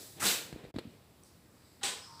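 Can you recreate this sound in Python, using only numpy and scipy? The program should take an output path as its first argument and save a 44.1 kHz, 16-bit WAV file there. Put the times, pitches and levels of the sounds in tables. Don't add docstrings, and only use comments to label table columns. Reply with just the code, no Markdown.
import sys
import numpy as np
from scipy import signal
from scipy.fft import rfft, irfft
from scipy.io import wavfile
from scipy.ndimage import uniform_filter1d

SR = 44100
rng = np.random.default_rng(int(sys.argv[2]) if len(sys.argv) > 2 else 0)


def log_audio(samples):
    frames = np.atleast_2d(samples).T
    limited = np.clip(frames, -1, 1)
    pcm = np.round(limited * 32767).astype(np.int16)
    wavfile.write(sys.argv[1], SR, pcm)


def voltage_ratio(level):
    return 10 ** (np.asarray(level, float) / 20)


N = 97020
T = np.arange(N) / SR


def unit(x):
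    return x / np.sqrt(np.mean(x ** 2))


def colour(x, shape):
    hz, db = np.array(shape, float).T
    f = np.maximum(np.fft.rfftfreq(len(x), 1 / SR), 1)
    gain_db = np.interp(np.log(f), np.log(hz), db, left=db[0] - 23)
    return irfft(rfft(x) * voltage_ratio(gain_db), len(x))


def walk(rate_hz):
    k = int(SR / rate_hz)
    drift = uniform_filter1d(rng.standard_normal(N), k)
    return unit(uniform_filter1d(drift, k))


def since(start_s):
    return np.clip(T - start_s, 0, 1)


def room():
    # band centre in Hz, t60 in s.
    decay = [(150, 0.23), (500, 0.58), (1500, 0.47), (4000, 0.43), (8000, 0.33), (14000, 0.41)]
    walls = []
    for hz, t60 in decay:
        band = [(hz / 4, -40), (hz / 2, -5), (hz, 0), (hz * 2, -5), (hz * 4, -40)]
        walls.append((colour(rng.standard_normal(N), band), voltage_ratio(-120 / t60 / SR)))
    return walls


def echoes(env, walls):
    room_db, rise_s = 6.5, 0.0072
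    fill = np.exp(-1 / rise_s / SR)
    energy = signal.lfilter([1 - fill], [1, -fill], env ** 2)
    total = sum(np.var(band) / (1 - keep) for band, keep in walls)
    shift = rng.integers(N)
    tail = 0
    for band, keep in walls:
        tail = tail + np.roll(band, shift) * np.sqrt(signal.lfilter([1], [1, -keep], energy))
    return voltage_ratio(room_db) * tail / np.sqrt(total)


def ring(modes):
    t = T[:SR // 2]
    out = 0
    for hz, db, t60 in modes:
        out = out + voltage_ratio(db - 60 * t / t60) * np.sin(2 * np.pi * (hz * t + rng.random()))
    return out


def metal(hits, shape, modes, modes_db, walls):
    hit_rise_s, rattle_per_s, rattle_spread_db, modes_in_room_db = 0.00076, 14000, 1.6, -9
    env = 0
    for s, db, length_s in hits:
        rise = np.clip((T - s) / hit_rise_s, 0, 1)
        env = env + voltage_ratio(db) * rise * np.exp(-since(s) / length_s)
    contact = rng.random(N) < rattle_per_s / SR
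    grains = contact * voltage_ratio(rattle_spread_db * rng.exponential(size=N)) * rng.standard_normal(N)
    push = env * unit(grains)
    tail = echoes(env, walls)
    drive = push + voltage_ratio(modes_in_room_db) * tail
    rung = voltage_ratio(modes_db) * signal.fftconvolve(drive, ring(modes))[:N]
    return rung + colour(push + tail, shape)


def latch(walls):
    # start in seconds, level in dB, rattle length in s.
    slide_hits = [
        (.1975, -30.5, 0.0023),
        (.2015, -24.5, 0.0052),
        (.21, -35.5, 0.008),
        (.2195, -27, 0.0096),
        (.2257, -28, 0.007),
        (.2322, -30.5, 0.011),
    ]
    latch_hits = [
        (.238, -26.5, 0.03),
        (.2513, -19, 0.0019),
        (.2545, -15.5, 0.0026),
        (.2605, -30, .004),
        (.2665, -17, 0.0039),
        (.282, -38, 0.009),
        (.30, -27, 0.017),
    ]
    # Hz, dB.
    slide_colour = [(60, -35), (200, -13), (800, 2), (1800, 4), (3200, -5), (5000, -4), (9000, -3),
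                    (15500, -11.5)]
    latch_colour = [(60, -3), (150, -3), (300, 4.5), (800, -11.5), (1500, -5.5), (3700, 2.5), (8000, -5),
                    (15500, -8)]
    # Hz, dB, t60 in s.
    case_modes = [(193.4, -2.5, 0.091), (299, -0.5, 0.052), (411, -5, 0.059), (925, -35, 0.02),
                  (1407, -7, 0.059), (2620, -1, 0.012), (3290, 7, 0.017), (4640, -23, .006)]
    slide = metal(slide_hits, slide_colour, case_modes[:5], -31.5, walls)
    return slide + metal(latch_hits, latch_colour, case_modes, -33.0, walls)


def grip(walls):
    # start in seconds, level in dB, rattle length in s.
    tap_hits = [
        (1.2345, -44, 0.001),
    ]
    rub_hits = [
        (1.245, -55.5, 0.045),
    ]
    # Hz, dB.
    grip_colour = [(2500, -32), (4500, -2.5), (5500, -1), (6800, -8.5), (8000, -12), (9500, -5),
                   (11500, -16)]
    # Hz, dB, t60 in s.
    knob_modes = [(5830, 2, 0.0093), (8000, 0, 0.0089), (9230, -0.5, 0.0088), (10300, -10, 0.0095)]
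    tap = metal(tap_hits, grip_colour, knob_modes, -14.5, walls)
    return tap + metal(rub_hits, grip_colour, knob_modes, -32, walls)


def knock():
    # start in seconds, level in dB, swell length in s.
    pushes = [
        (1.8145, -43, .012),
    ]
    # Hz, dB, t60 in s.
    panel_modes = [(806, 0, 0.18)]
    out = 0
    for s, db, swell_s in pushes:
        t = since(s)
        for hz, mode_db, t60 in panel_modes:
            level = voltage_ratio(db + mode_db - 60 * t / t60)
            out = out + level * (1 - np.exp(-t / swell_s)) * 2 * np.sin(2 * np.pi * hz * t)
    return out


def igniter(walls):
    # start in seconds, level in dB, rattle length in s.
    turn_hits = [
        (1.812, -44, 0.018),
        (1.819, -47, 0.015),
    ]
    snap_hits = [
        (1.8315, -19.5, 0.0027),
        (1.8355, -19, 0.0056),
        (1.843, -28, .0015),
        (1.8545, -22.5, 0.0025),
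        (1.865, -36, 0.037),
    ]
    catch_hits = [
        (2.1955, -31, 0.0016),
    ]
    # Hz, dB.
    turn_colour = [(300, -44), (800, -5), (1500, 7), (2600, -6.5), (3800, 1), (6500, -18), (8000, -11),
                   (11000, -39)]
    snap_colour = [(100, -5), (300, -2.5), (900, -5), (1650, -2), (2300, -4), (3600, 1), (7760, -7.5),
                   (15500, -20)]
    catch_colour = [(500, -9), (1200, 4), (2100, 6.5), (2700, -10), (3600, 6), (4500, -20), (9000, -24)]
    # Hz, dB, t60 in s.
    case_modes = [(391, -13, 0.05), (797, -9, 0.095), (1015, -7.5, 0.16), (1450, -7.5, 0.063),
                  (1660, 2, 0.025), (2090, -10, 0.034), (3200, 0, 0.013), (3800, -18, 0.02),
                  (4960, -6, 0.012), (7700, -6, 0.036), (8100, 3, 0.021), (9200, 9.5, 0.0062)]
    turn = metal(turn_hits, turn_colour, case_modes[1:2], -33, walls)
    snap = metal(snap_hits, snap_colour, case_modes, -32.0, walls)
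    return turn + snap + metal(catch_hits, catch_colour, case_modes, -62, walls)


def air(shape, flicker_db):
    bands = 0
    for hz in 30 * 2. ** np.arange(10):
        octave = [(hz / 2, -30), (hz / 1.59, -3), (hz, 0), (hz * 1.357, -3), (hz * 2, -30)]
        bands = bands + voltage_ratio(flicker_db * walk(8.7)) * colour(rng.standard_normal(N), octave)
    return unit(colour(bands, shape))


def whistle(track, waver_hz, flutter_db):
    s, hz, db = np.array(track, float).T
    pitch_hz = np.interp(T, s, hz) + waver_hz * walk(290)
    level_db = np.interp(T, s, db, left=-120) + 2.0 + flutter_db * walk(130)
    return voltage_ratio(level_db) * np.sin(2 * np.pi * np.cumsum(pitch_hz) / SR)


def gas():
    # Hz, dB.
    puff_colour = [(240, -19), (400, 1), (738, -11), (886, -44), (957, -30), (1660, -7), (2750, -17),
                   (3910, -1.5), (15500, -5)]
    seep_colour = [(2000, -22), (4000, -1), (4800, 4), (5600, -7), (6600, -12), (8000, -3.5), (10000, -15)]
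    jet_colour = [(710, -21), (1200, -2.5), (1820, -17), (2590, -23), (5260, -3), (6650, -19),
                  (8240, -14.5), (9780, -23), (15500, -29)]
    # time in seconds, pitch in Hz, level in dB.
    high_track = [(1.97, 4790, -69), (2.0, 4920, -68), (2.03, 5060, -55), (2.08, 5250, -59),
                  (2.13, 5150, -77), (2.2, 5480, -69)]
    low_track = [(2.06, 930, -78), (2.08, 925, -63), (2.11, 925, -57.5), (2.15, 925, -58),
                 (2.2, 918, -58.5)]
    upper_track = [(2.05, 1096, -91), (2.07, 1078, -67), (2.11, 1050, -61.5), (2.2, 1015, -72)]
    puff_db, puff_hold_s, puff_fade_db_per_s = -50, 0.021, 53
    seep_db, seep_opens_s, seep_swell_s = -71, 1.536, 0.15
    jet_db, jet_opens_s, jet_rise_s = -58, 1.88, 0.08
    puff_level_db = puff_db - puff_fade_db_per_s * np.clip(T - puff_hold_s, 0, 3)
    puff = voltage_ratio(puff_level_db) * air(puff_colour, 0.6)
    swell = since(seep_opens_s) / seep_swell_s
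    seep = voltage_ratio(seep_db) * swell * np.exp(1 - swell) * air(seep_colour, 0.59)
    jet = voltage_ratio(jet_db) * np.clip((T - jet_opens_s) / jet_rise_s, 0, 1) * air(jet_colour, 1.1)
    high = whistle(high_track, waver_hz=100, flutter_db=1.5)
    low = whistle(low_track, waver_hz=11, flutter_db=0.5)
    upper = whistle(upper_track, waver_hz=30, flutter_db=1.0)
    return puff + seep + jet + high + low + upper


def bumps():
    # start in seconds, peak in dB, pitch in Hz (minus for a pull), swell length in s, tick in dB.
    pushes = [(0.5265, -35, -190, 0.0013, -29), (.5283, -40, 125, 0.0032, -90), (.537, -40, -77, .005, -90),
              (0.5605, -33.5, 306, 0.0015, -80), (.637, -64, 463, 0.0072, -97),
              (.638, -42.5, 155, 0.0034, -97), (0.6411, -44, 334, 0.0013, -38.5),
              (0.649, -43.5, -550, 0.0028, -41.5), (.662, -79, -350, 0.0015, -55),
              (.664, -49, -68, .006, -86), (0.7434, -36, -350, 0.00085, -55), (.745, -40, 96, 0.0034, -88),
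              (.7585, -37, 296, 0.0017, -95), (0.7617, -27.5, 280, 0.0032, -30),
              (0.7677, -33.5, -89, .0025, -90), (.7805, -40, 319, .002, -90),
              (0.7852, -30.5, 295, 0.0012, -20.5), (0.7905, -35.5, -400, 0.0015, -39),
              (.797, -64, 305, 0.004, -90), (0.851, -37.5, -260, 0.004, -67),
              (0.865, -44.5, 134, 0.0094, -88), (.868, -47, 309, 0.0063, -87),
              (.885, -53, 306, 0.0093, -70)]
    # Hz, dB.
    tick_colour = [(300, 2), (1000, -7.5), (2100, -3), (3000, -8.5), (4200, -1), (6000, -26), (8000, -17.5),
                   (13000, -29)]
    sag_per_s, tick_late_s, tick_t60_s = 25, 0.00095, 0.0012
    fizz_db, fizz_t60_s = -8.5, 0.045
    thud, tick, hiss = 0, 0, rng.standard_normal(N)
    for s, db, hz, swell_s, tick_db in pushes:
        t = since(s)
        turns = hz * np.log1p(sag_per_s * t) / sag_per_s
        swell = (t / swell_s * np.exp(1 - t / swell_s)) ** 2
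        thud = thud - voltage_ratio(db) * swell * np.sin(2 * np.pi * turns)
        t = np.clip(t - tick_late_s, 0, 1)
        fizz = voltage_ratio(fizz_db - 60 * t / fizz_t60_s) * hiss
        click = np.sign(hz) * voltage_ratio(3.0 - 60 * t / tick_t60_s)
        tick = tick + (t > 0) * voltage_ratio(tick_db) * (fizz - click)
    return thud + colour(tick, tick_colour)


def stir():
    # Hz, dB.
    stir_colour = [(40, -28), (130, 0), (400, -0.5), (1200, -17), (2300, -14.5), (4000, -18), (7000, -39),
                   (12000, -53)]
    # time in seconds, level in dB.
    stir_level = [(0, -55.5), (.15, -68), (.185, -50.5), (.3, -65), (.5, -58.5), (.58, -55), (.65, -54.5),
                  (.7, -59), (.8, -53), (1.0, -69.5), (1.3, -98), (1.5, -94)]
    return voltage_ratio(np.interp(T, *np.array(stir_level).T)) * air(stir_colour, 1.5)


def hum():
    # Hz, dB.
    hum_colour = [(25, -21), (91, -3.5), (200, -8), (450, -14.5), (1000, -21), (3000, -27.5), (4400, -26.5),
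                  (6500, -33), (15500, -32)]
    return voltage_ratio(-61) * air(hum_colour, 0.9)


def scene():
    walls = room()
    stove = latch(walls) + grip(walls) + knock() + igniter(walls)
    return (voltage_ratio(-4.5) * stove + gas() + bumps() + stir() + hum())[None]


def roll_off(x):
    return signal.sosfilt(signal.butter(12, 16310, fs=SR, output="sos"), x)


def record(dry):
    peak_hz, width_hz, peak_db = 7850, 640, -2
    fade_s, end_s, back_s, mute_db, rumble_db = 0.706, 0.719, 0.7405, -44, -29
    b, a = signal.iirpeak(peak_hz, peak_hz / width_hz, SR)
    x = dry + voltage_ratio(peak_db) * signal.lfilter(b, a, dry)
    x = signal.sosfilt(signal.butter(2, 50, "high", fs=SR, output="sos"), x)
    x = signal.sosfilt(signal.ellip(10, 0.2, 60, 15500, fs=SR, output="sos"), x)
    fade = np.clip((end_s - T) / (end_s - fade_s), 0, 1) ** 2
    gain = np.where(T < back_s, np.maximum(fade, voltage_ratio(mute_db)), 1)
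    rumble = signal.sosfilt(signal.butter(4, 500, fs=SR, output="sos"), x)
    return roll_off(x * gain + voltage_ratio(rumble_db) * (1 - gain) * rumble)


dry = scene()
out = record(dry)
log_audio(out)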